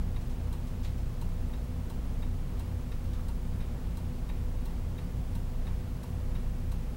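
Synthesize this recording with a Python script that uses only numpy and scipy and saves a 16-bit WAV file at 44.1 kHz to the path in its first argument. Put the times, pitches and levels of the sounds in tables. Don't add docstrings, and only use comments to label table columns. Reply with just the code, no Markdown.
import sys
import numpy as np
from scipy import signal
from scipy.fft import rfft, irfft, next_fast_len
from scipy.io import wavfile
from scipy.ndimage import map_coordinates

SR = 44100
rng = np.random.default_rng(int(sys.argv[2]) if len(sys.argv) > 2 else 0)


def voltage_ratio(decibels):
    exponent = np.asarray(decibels, float) / 20
    return 10 ** exponent


def put_to_file(sound):
    columns = np.atleast_2d(sound).T
    safe = np.clip(columns, -1, 1)
    whole_steps = np.round(safe * 32767)
    wavfile.write(sys.argv[1], SR, whole_steps.astype(np.int16))


N = 306936

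# frequency in Hz, level in dB.
SCREEN_LINES = [(15734.3, -73.5), (15747.3, -77.5), (15777.3, -92)]
COMPRESSOR_LINES = [(124.05, -50.5), (248.1, -53.5), (372.1, -65.5), (496.2, -60.5)]
BLOWER_LINES = [(235.3, -55), (470.6, -74)]
FAR_ENGINE_LINES = [(19.33, -54.5), (25.8, -54), (56.2, -51), (147.1, -58)]

# frequency in Hz, density in dB per Hz.
HISS_COLOUR = [(500, -24), (2000, -1), (6000, -2), (10000, -3.5), (13000, -4.5), (15700, -5)]
RUMBLE_COLOUR = [(8, -26), (16, -2.5), (40, -0.5), (70, -4.5), (82, -2.5), (103, -7.5), (122, -2.5),
                 (158, -11), (200, -10), (222, -15), (245, -11.5), (290, -24.5), (500, -50.5), (1500, -120)]
ROAR_COLOUR = [(150, -26), (300, -0.5), (500, -4.5), (900, -9), (1250, -13), (1500, -16), (3000, -21.5),
               (5000, -28.5), (9000, -40), (16000, -70)]
AISLE_COLOUR = [(100, -120), (152, -30), (165, -5), (172, 0), (179, -5), (194, -30), (300, -120)]

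# multiple of shaft speed, level in dB.
SHAFT_ORDERS = [(2, -48.4), (10, -56), (12, -59), (15, -55), (21, -63)]
# offset from the boom in beats per second, level in dB, first swell in seconds.
BESIDE_FIRING = [(.92, -44, .086), (1.18, -51.7, .54), (-5.71, -51.4, .16)]
BESIDE_DOUBLE = [(-5.28, -49.5, .095), (3.85, -50.4, .248), (6.12, -54.7, .002)]
BESIDE_PANEL = [(-6.13, -53.9, .13), (-2.266, -44.6, .044), (5.36, -54.7, .114), (7.47, -56.5, .086)]

# start in seconds, level in dB, decay in seconds, centre in Hz.
TRIM_CREAKS = [(.21, -59, .025, 4000), (.295, -58, .03, 4000), (.67, -57.5, .025, 4500),
               (.832, -55, .03, 3500), (.845, -54, .045, 3300), (.978, -57.5, .025, 4000),
               (3.052, -63, .02, 3000), (3.131, -54.5, .025, 3200), (3.133, -55.5, .02, 1200),
               (3.18, -57.5, .07, 1230), (3.595, -59, .04, 2000)]

# frequency in Hz, T60 in seconds.
CABIN_T60 = [(500, 0.36), (3000, 0.45), (12000, 0.26)]
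# time in seconds, ring level in dB.
PULL_STROKES = [(.1615, .5), (.848, 0), (1.5349, .5), (2.2245, .5), (2.9186, -1), (3.6049, -2),
                (4.2913, .5), (4.9807, -.5), (5.6692, 1), (6.3534, -1.5)]
DROP_STROKES = [(.5267, 1), (1.2128, .5), (1.8986, 0), (2.5936, 0), (3.2829, 0), (3.9698, 0), (4.6547, -.5),
                (5.351, -.5), (6.0312, 0), (6.717, 0)]
# frequency in Hz, level in dB, T60 in seconds, rise in seconds, delay in seconds.
PULL_MODES = [(900, -49, .05, .003, .008), (985, -52, .06, .003, .008), (1120, -50, .04, .0015, .001),
              (1820, -54.5, .045, .0015, .005), (2090, -53, .025, .0006, -.0005),
              (2380, -55.5, .03, .001, .005), (2720, -56.5, .05, .001, .0045), (3262, -65, .05, .001, .001),
              (3660, -57.5, .05, .0015, 0), (3785, -47, .04, .002, -.002), (3845, -61, .07, .002, .011),
              (8500, -69, .04, .0005, -.001)]
DROP_MODES = [(912, -32, .033, .006, .006), (970, -57, .15, .004, .009), (1125, -52, .07, .002, .003),
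              (1545, -59, .06, .001, 0), (2740, -59, .11, .004, .008), (3830, -54, .035, .001, 0),
              (4112, -59.5, .1, .0007, -.0005), (3250, -57, .035, .001, .0015),
              (7030, -64, .04, .001, .001), (8090, -59.5, .055, .001, .001),
              (8385, -59.5, .045, .001, .001), (9141, -59, .04, .001, 0), (11025, -61, .04, .0015, .001),
              (13190, -66, .035, .0005, -.001)]
# time after the stroke in seconds, level in dB.
PULL_BOUNCES = [
    (.0008, -1.5),
    (.006, -1),
    (.009, -2),
    (.016, -11),
    (.024, -11),
]
DROP_BOUNCES = [
    (-.001, -1),
    (.002, 0),
    (.005, -2),
    (.0095, -4),
]
# frequency in Hz, level in dB.
GRAZE_COLOUR = [(3000, -20), (3800, 0), (6000, -8), (8500, 0), (15700, 2)]
PULL_CRACK_COLOUR = [(600, -20), (1200, -1), (2500, -1), (3000, -9), (4200, -10), (5500, -15), (7000, -24),
                     (15000, -24)]
DROP_CRACK_COLOUR = [(600, -20), (1500, -4), (3500, 0), (5000, .5), (9000, -2), (12500, -1), (15700, 2)]


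def unit(x):
    return x / np.sqrt(np.mean(x ** 2) + 1e-20)


def along(points, hz):
    point_hz, value = np.transpose(points)
    return np.interp(np.log(hz + 1), np.log(point_hz + 1), value)


def wobble(rate_hz):
    knots = rng.standard_normal(int(N * rate_hz / SR) + 4)
    return map_coordinates(knots, [np.arange(N) * rate_hz / SR])


def noise(colour, size=N):
    padded = next_fast_len(size + 8192)
    gain = voltage_ratio(along(colour, np.fft.rfftfreq(padded, 1 / SR)))
    white = rng.standard_normal(padded)
    return unit(irfft(rfft(white) * gain, padded)[:size])


def tone(turns):
    return np.sqrt(2) * np.sin(2 * np.pi * (turns + rng.random()))


def hum(lines, drift, flutter_db):
    t_s = np.cumsum(1 + drift * wobble(2.5)) / SR
    return sum(voltage_ratio(db + flutter_db * wobble(5.4)) * tone(hz * t_s) for hz, db in lines)


def screens():
    return hum(SCREEN_LINES, drift=0, flutter_db=0)


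def machines():
    far_engines = hum(FAR_ENGINE_LINES, drift=.003, flutter_db=1.5)
    compressor = hum(COMPRESSOR_LINES, drift=.0018, flutter_db=.8)
    blower = hum(BLOWER_LINES, drift=.002, flutter_db=1.2)
    return far_engines + compressor + blower


def beating(turns, boom_db, beside):
    turns = turns + rng.random()
    t_s = np.arange(N) / SR
    out = np.zeros(N)
    for beat_hz, db, swell_s in [(0, boom_db, 0)] + beside:
        phase = 2 * np.pi * (turns + beat_hz * (t_s - swell_s))
        out += voltage_ratio(db) * np.sqrt(2) * np.sin(phase)
    return out


def engine():
    shaft_hz, panel_hz = 9.065, 87.7
    shaft = np.cumsum(shaft_hz * (1 + 0.00098 * wobble(1.48))) / SR
    firing = 3 * shaft
    boom = beating(firing, -36.7, BESIDE_FIRING) + beating(2 * firing, -39.6, BESIDE_DOUBLE)
    panel = beating(panel_hz * np.arange(N) / SR, -44, BESIDE_PANEL)
    orders = sum(voltage_ratio(db + 0.51 * wobble(2.96)) * tone(round(k) * shaft) for k, db in SHAFT_ORDERS)
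    push = np.cos(2 * np.pi * firing)
    rumble = voltage_ratio(-40.0 + 1.6 * push) * noise(RUMBLE_COLOUR)
    aisle = voltage_ratio(-49.5) * noise(AISLE_COLOUR)
    roar_db = -52 + 0.5 * push + 0.27 * wobble(1.14) + 0.35 * wobble(6.17)
    roar = voltage_ratio(roar_db) * noise(ROAR_COLOUR)
    return boom + panel + orders + rumble + aisle + roar


def creaks():
    out = np.zeros(N + SR)
    t_s = np.arange(SR // 2) / SR
    for start_s, db, decay_s, hz in TRIM_CREAKS:
        spread = np.clip(hz / 1700, 1.1, 2)
        colour = [(hz / spread ** 3, -40), (hz / spread, -4), (hz, 0),
                  (hz * spread, -6), (hz * spread ** 3, -30)]
        rub = noise(colour, size=len(t_s))
        envelope = (1 - np.exp(-t_s / 0.00078)) * np.exp(-t_s / abs(decay_s))
        out[round(start_s * SR):][:len(t_s)] += voltage_ratio(db) * rub * envelope
    return out[:N]


def cabin_tail():
    hz, t_s, grains = signal.stft(rng.standard_normal(SR // 4), SR, nperseg=256)
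    decay = voltage_ratio(-60 * t_s / along(CABIN_T60, hz)[:, None])
    tail = signal.istft(grains * decay, SR, nperseg=256)[1]
    return np.pad(tail, (300, 0)) / np.linalg.norm(tail)


def stroke(modes, bounces, crack_colour, ring_db, crack_db, crack_t60_s, wet_db):
    t_s = np.arange(SR // 4) / SR
    ring, cracks = np.zeros((2, SR // 2))
    for hz, db, t60_s, rise_s, delay_s in modes:
        swell = (1 - np.exp(-t_s / rise_s)) ** 2
        decay = voltage_ratio(db + rng.normal(0, .8) - 60 * t_s / t60_s)
        ring[round((delay_s + .01) * SR):][:len(t_s)] += decay * swell * tone(hz * t_s)
    for after_s, db in bounces:
        decay = voltage_ratio(crack_db + db - 60 * t_s / crack_t60_s)
        cracks[round((after_s + .01) * SR):][:len(t_s)] += decay * noise(crack_colour, size=len(t_s))
    wet = signal.fftconvolve(cracks, cabin_tail())[:len(cracks)]
    return voltage_ratio(ring_db) * ring + cracks + voltage_ratio(wet_db) * wet


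def pull_in(ring_db):
    graze = stroke([], [(-.0025, 0)], GRAZE_COLOUR, 0, crack_db=-58, crack_t60_s=.05, wet_db=-8)
    closing = stroke(PULL_MODES, PULL_BOUNCES, PULL_CRACK_COLOUR, ring_db,
                     crack_db=-51, crack_t60_s=.026, wet_db=-4)
    return graze + closing


def drop_out(ring_db):
    return stroke(DROP_MODES, DROP_BOUNCES, DROP_CRACK_COLOUR, ring_db,
                  crack_db=-51, crack_t60_s=.026, wet_db=-3.5)


def relay():
    out = np.zeros(N + SR)
    for strokes, strike in ((PULL_STROKES, pull_in), (DROP_STROKES, drop_out)):
        for time_s, ring_db in strokes:
            sound = strike(ring_db)
            out[round((time_s - .01) * SR):][:len(sound)] += sound
    return out[:N]


def scene():
    background = screens() + machines()
    return (background + engine() + creaks() + relay())[None]


def band_limit(x):
    return signal.sosfilt(signal.butter(12, 15960, fs=SR, output="sos"), x)


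def record(dry):
    top_hz = 15790
    spectrum = rfft(dry + voltage_ratio(-61.5) * noise(HISS_COLOUR))
    spectrum = spectrum * (np.fft.rfftfreq(N, 1 / SR) < top_hz)
    return band_limit(irfft(spectrum, N))


dry = scene()
out = record(dry)
put_to_file(out)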